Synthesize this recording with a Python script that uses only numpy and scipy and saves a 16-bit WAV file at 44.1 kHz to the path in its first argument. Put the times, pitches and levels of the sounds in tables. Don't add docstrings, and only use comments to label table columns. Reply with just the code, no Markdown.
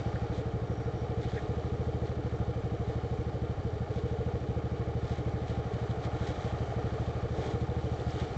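import sys
import numpy as np
from scipy import signal
from scipy.fft import rfft, irfft, next_fast_len
from scipy.io import wavfile

SR = 44100
rng = np.random.default_rng(int(sys.argv[2]) if len(sys.argv) > 2 else 0)


def waveform_to_disk(signal):
    frames = np.transpose(np.atleast_2d(signal))
    scaled = np.clip(frames, -1, 1) * 32767
    samples = np.round(scaled).astype(np.int16)
    wavfile.write(sys.argv[1], SR, samples)


def ratio(d):
    e = np.asarray(d, float) / 20
    return 10 ** e


N = 369116

USUAL_CYCLE_S = .078
USUAL_BURN = 1.13


def rms_one(x):
    return x / np.sqrt(np.mean(x ** 2) + 1e-20)


def in_time(rows):
    s, *columns = np.transpose(rows)
    return [np.interp(np.arange(N) / SR, s, column) for column in columns]


def ring(clicks, hz, t60_s):
    r, w = ratio(-60 / (t60_s * SR)), 2 * np.pi * hz / SR
    return signal.lfilter([0, np.sin(w)], [1, -2 * r * np.cos(w), r * r], clicks + 1e-18)


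def resonate(x, hz, width_hz):
    r = np.exp(-1.55 * np.pi * width_hz / SR)
    numerator = [(1 - r * r) / 2, 0, (r * r - 1) / 2]
    denominator = [1, -2 * r * np.cos(2 * np.pi * hz / SR), r * r]
    section = numerator + denominator
    return signal.sosfilt([section, section], x)


def coloured(x, spectrum):
    size = next_fast_len(N)
    hz, level_db = np.transpose(spectrum)
    log_hz = np.log(np.arange(size // 2 + 1) * SR / size + 1)
    gain = ratio(np.interp(log_hz, np.log(hz), level_db))
    return rms_one(irfft(rfft(x, size) * gain, size)[:N])


def grains(per_s, spread_db):
    size_db = spread_db * np.minimum(rng.exponential(1, N), 5)
    sizes = ratio(size_db) * rng.choice([-1, 1], N)
    return sizes * (rng.random(N) < per_s / SR)


def drift(rate_hz):
    step = 40
    r = np.exp(-2 * step * np.pi * rate_hz / SR)
    noise = rng.standard_normal(N // step + 2002)
    slow = signal.lfilter([1], [1, -2 * r, r * r], noise)[2000:]
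    return np.interp(np.arange(N) / step, np.arange(len(slow)), rms_one(slow))


def swells(rows):
    rise = 0.52
    t, power = np.arange(N) / SR, np.zeros(N)
    for s, db, length_s in rows:
        part = slice(*np.searchsorted(t, [s - length_s, s + length_s]))
        before, after = (s - t[part]) / rise, (t[part] - s) / (1 - rise)
        far = np.maximum(before, after) / length_s
        height = ratio(db) * np.cos(np.pi / 2 * np.minimum(far, 1)) ** 2
        power[part] += height ** 2
    return np.sqrt(power)


def insect():
    # peak t/s, level/dB, length/s
    chirr_rows = [(.12, -75, .45), (.78, -69, .38), (1.0, -70, .22)]
    pulses_per_s, roughness = 63.6, .3
    pulses = np.diff(np.floor(np.arange(N + 1) * pulses_per_s / SR))
    wing = rms_one(pulses) + roughness * rng.standard_normal(N)
    return swells(chirr_rows) * rms_one(resonate(wing, hz=5630, width_hz=150))


def clothing():
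    # f/Hz, relative level per Hz/dB
    rustle_spectrum = [(900, -25), (1200, -5), (1800, 2), (2300, -2), (2650, -10), (3200, 0), (3900, -2.5),
                       (4400, -8.5), (5500, -12), (7500, -13.5), (9000, -17.5)]
    # f/Hz, relative level per Hz/dB
    rub_spectrum = [(150, -36), (300, 3), (360, -3), (430, 6), (540, -4), (750, -5.5), (1000, -20.5),
                    (1400, -16), (2000, -37)]
    # peak t/s, level/dB, length/s
    rustle_rows = [(0.0, -53.5, 0.067), (.37, -55, 0.18), (1.24, -51.5, .1), (1.35, -53.5, 0.3),
                   (1.65, -65, 0.25), (2.07, -56.5, 0.12), (2.91, -59, 0.17), (3.97, -55.5, 0.15),
                   (4.08, -55.5, 0.049), (5.13, -52.5, 0.28), (5.29, -58, .06), (5.51, -55, .2),
                   (5.78, -58, 0.25), (5.91, -54.5, 0.056), (6.05, -52, .1), (6.27, -50.5, 0.32),
                   (6.45, -54, 0.4), (6.72, -61.5, .2), (7.0, -60.5, 0.41), (7.46, -49.5, 0.33),
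                   (7.62, -58.5, .08), (8.11, -53, 0.088), (8.21, -50, 0.18)]
    # peak t/s, level/dB, length/s
    rub_rows = [(5.98, -45.5, .25), (6.31, -44.5, 0.22), (7.46, -38, 0.38), (8.0, -48.5, .3),
                (8.2, -46.5, 0.24)]
    floor_db = -63.5
    rustle = coloured(grains(4000, 2.1) * ratio(1.8 * drift(44)), rustle_spectrum)
    rub = coloured(grains(1500, 1.4) * ratio(0.83 * drift(27)), rub_spectrum)
    rustle_level = np.hypot(ratio(floor_db), swells(rustle_rows))
    return rustle_level * rustle + swells(rub_rows) * rub


def ticks():
    # t/s, peak level/dB, f/Hz, burst t60/s
    tick_rows = [(.156, -36, 1550, .04), (1.294, -46, 3700, .025), (1.362, -40, 1650, .06),
                 (1.374, -37, 1800, .11), (1.46, -48, 3600, .015), (1.66, -50, 3800, .02),
                 (3.988, -46, 3500, .025), (5.911, -43, 3400, .025), (6.009, -38, 800, .03),
                 (6.147, -47, 3600, .015), (6.722, -27, 650, .035), (7.61, -47, 3400, .02),
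                 (7.699, -47, 3500, .015), (7.998, -44, 3400, .02), (8.105, -48, 5200, .04)]
    size = 4000
    out, age_s = np.zeros(N), np.arange(size) / SR
    for s, peak_db, hz, t60_s in tick_rows:
        burst = rng.standard_normal(size) * ratio(-60 * age_s / t60_s)
        tick = resonate(burst, hz, width_hz=.2 * hz)
        at = round(s * SR)
        out[at:at + size] += ratio(peak_db) * tick / np.abs(tick).max()
    return out


def cycles():
    # t/s, cycle length without shortfall/ms
    idle_curve = [(0.0, 78.78), (0.65, 80.31), (0.85, 77.92), (1.25, 79.87), (1.7, 74.48), (2.05, 74.92),
                  (2.55, 80.24), (3.4, 75.62), (3.6, 76.99), (4.4, 74.45), (4.75, 78.83), (5.1, 76.51),
                  (5.65, 79.75), (6.25, 77.77), (6.5, 79.56), (7.15, 76.54), (7.3, 77.08), (8.4, 72.66)]
    # t/s, burn strength (below 0: misfire that sucks gas back)
    weak_rows = [(-.03, .76), (.61, .89), (.77, .78), (.93, .82), (1.4, .2), (2.16, .76), (3.33, .89),
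                 (3.56, -.34), (3.72, -.47), (3.87, -.1), (4.4, .54), (5.18, .81), (5.41, .83), (5.65, .74),
                 (5.97, .81), (6.36, .16), (6.68, .65), (7.14, .87), (7.45, .45), (7.98, .48), (8.13, .77),
                 (8.28, -.13)]
    first_s, drag_ms = -.02625, 1.974
    weak_s, weak = np.transpose(weak_rows)
    s, cycle_ms = np.transpose(idle_curve)
    start, short = [first_s], []
    while start[-1] < N / SR:
        near = abs(weak_s - start[-1]) < USUAL_CYCLE_S / 2
        short.append(np.sum((USUAL_BURN - weak)[near]))
        length_ms = np.interp(start[-1], s, cycle_ms) + drag_ms * np.sqrt(short[-1])
        start.append(start[-1] + length_ms / 1000)
    return np.array(start[:-1]), np.array(short)


def stroke(per_cycle, lag_cycles):
    start = cycles()[0]
    cycle = np.interp(np.arange(N) / SR, start, np.arange(len(start)))
    return np.cos(2 * np.pi * per_cycle * (cycle - lag_cycles))


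def casing(modes, level_db, beats_db, patchy_db):
    out = 0
    contacts = [grains(6000, 3.44), grains(6000, 3.23)]
    for k, (hz, width_hz, mode_db) in enumerate(modes):
        beat_db = beats_db[k % len(beats_db)]
        gain = ratio(mode_db + beat_db + patchy_db * drift(7.9))
        out = out + gain * resonate(contacts[k % 2], hz, width_hz)
    return ratio(level_db) * rms_one(out)


def clatter(mid_db, high_db):
    # f/Hz, width/Hz, relative level/dB
    low_modes = [(36, 32, -2.5), (73, 10, -3.5), (108, 42, -2), (189, 98, -9), (303.8, 39.3, 1.5),
                 (370, 55, -3), (428.8, 46.6, 3), (496.7, 43, -1.5), (547.5, 49, -8)]
    # f/Hz, width/Hz, relative level/dB
    mid_modes = [(622.5, 75, 0.5), (718.3, 77, 2.5), (800, 62.5, 1.5), (1089, 34, -5.5), (1228, 95, -8.5),
                 (1395, 72, -8.5), (1329, 330, -12.5), (1753, 294, -14), (2204, 246, -15)]
    # f/Hz, width/Hz, relative level/dB
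    high_modes = [(3050, 324, 0), (3675, 570, -3.5), (4490, 800, -5.5), (5710, 610, -8.5),
                  (6930, 1800, -11.5)]
    # depth/dB, loudest point/share of the cycle
    beat_rows = [(1, .2), (2, .9), (4, .42), (4.5, .15), (2.5, .5), (1, .3), (4, .72), (5.5, .33), (1, .4)]
    low_beats_db = [depth_db * stroke(1, share) for depth_db, share in beat_rows]
    knocks = stroke(2, .44)
    low = casing(low_modes, -41.5, low_beats_db, patchy_db=-0.03)
    mid = casing(mid_modes, mid_db, [0.86 * knocks], patchy_db=0.63)
    high = casing(high_modes, high_db, [.5 * knocks], patchy_db=0.7)
    return low + mid + high


def burns(short):
    spread, carry, carry_most = .09, .18, .5
    burn, left = USUAL_BURN + spread * rng.standard_normal(len(short)), 0
    for k, missing in enumerate(short):
        burn[k] = USUAL_BURN - missing if missing else burn[k] + carry * left
        left = min(USUAL_BURN - burn[k], carry_most)
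    return burn


def exhaust(ring_db):
    # delay at usual cycle/s, push, push per burn, sharp push, sharp push per burn
    valve_steps = [(0.0017, 0.1413, 0.8585, 0.1246, -0.1189), (0.01234, -0.1547, 0.6174, 0.4221, 0.3217),
                   (0.01892, 0.7296, 0.4695, -0.0127, 1.014), (0.03133, -0.84, 0.01969, 0.252, 0.06762),
                   (0.0644, 0.1728, -0.003292, -0.2898, 0.1482)]
    # f/Hz, signed relative height, t60/s
    pipe_modes = [(76.89, 0.04907, 0.16), (137.0, -0.4968, 0.02072), (150.5, 0.4088, 0.0232)]
    # f/Hz, signed relative height, t60/s
    silencer_modes = [(457.8, 0.01276, 0.11), (485.2, -0.01097, 0.08)]
    # delay at usual cycle/s, f/Hz, signed relative height, t60/s
    chamber_modes = [(0.006751, 197.3, 0.01611, 0.08405), (0.01138, 331.7, -0.007891, 0.12)]
    # t/s, push
    late_burns = [(1.414, -0.57), (3.573, -0.98), (3.724, -1.04), (3.898, -0.51), (6.369, -0.57)]
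    level_db, bark_db, push_spread = .6, 1.7, .05
    stretch = .446
    start, short = cycles()
    burn = burns(short)
    slower = (np.gradient(start) / USUAL_CYCLE_S) ** stretch
    lead = SR // 10

    def train(delay_s, size):
        clicks = np.zeros(N + 3 * lead)
        at = np.round((start + delay_s * slower) * SR).astype(int) + lead
        clicks[at] = size * (1 + push_spread * rng.standard_normal(len(at)))
        return clicks

    soft = sum(train(delay_s, push + per_burn * burn) for delay_s, push, per_burn, _, _ in valve_steps)
    sharp = sum(train(delay_s, snap + per_burn * burn) for delay_s, _, _, snap, per_burn in valve_steps)
    for s, push in late_burns:
        soft[round(s * SR) + lead] = push
    sharp[lead:lead + N] *= ratio(ring_db)
    pipe = sum(height * ring(soft, hz, t60_s) for hz, height, t60_s in pipe_modes)
    silencer = sum(height * ring(sharp, hz, t60_s) for hz, height, t60_s in silencer_modes)
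    chambers = sum(height * ring(train(delay_s, burn), hz, t60_s)
                   for delay_s, hz, height, t60_s in chamber_modes)
    gas = pipe + ratio(bark_db) * silencer + chambers
    gas = signal.sosfilt(signal.butter(2, 900, fs=SR, output="sos"), gas)
    gas = signal.sosfilt(signal.butter(2, 42, "high", fs=SR, output="sos"), gas)
    return ratio(level_db) * gas[lead:lead + N]


def scene():
    # t/s, silencer ring gain/dB, casing mid level/dB, casing high level/dB
    head_turns = [(0.0, -4.5, -44, -59), (0.6, -4, -47, -64), (1.3, -0.5, -46, -62.5),
                  (1.9, -0.5, -47, -63), (3.7, -1, -47, -63), (4.3, 2, -47, -62.5),
                  (4.9, -2.5, -46.5, -63.5), (6.3, -3.5, -43.5, -60.5), (7.0, -0.5, -44, -60),
                  (7.7, -0.5, -45.5, -61.5), (8.1, -7.5, -44, -56.5), (8.4, -3, -44.5, -58)]
    ring_db, mid_db, high_db = in_time(head_turns)
    rider = clothing() + ticks()
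    engine = clatter(mid_db, high_db) + exhaust(ring_db)
    return (insect() + rider + engine)[None]


def roll_off(x):
    return signal.sosfilt(signal.butter(12, 8800, fs=SR, output="sos"), x)


def record(dry):
    cutoff_hz = 7470
    mix = signal.sosfilt(signal.butter(10, cutoff_hz, fs=SR, output="sos"), dry)
    return roll_off(mix)


dry = scene()
out = record(dry)
waveform_to_disk(out)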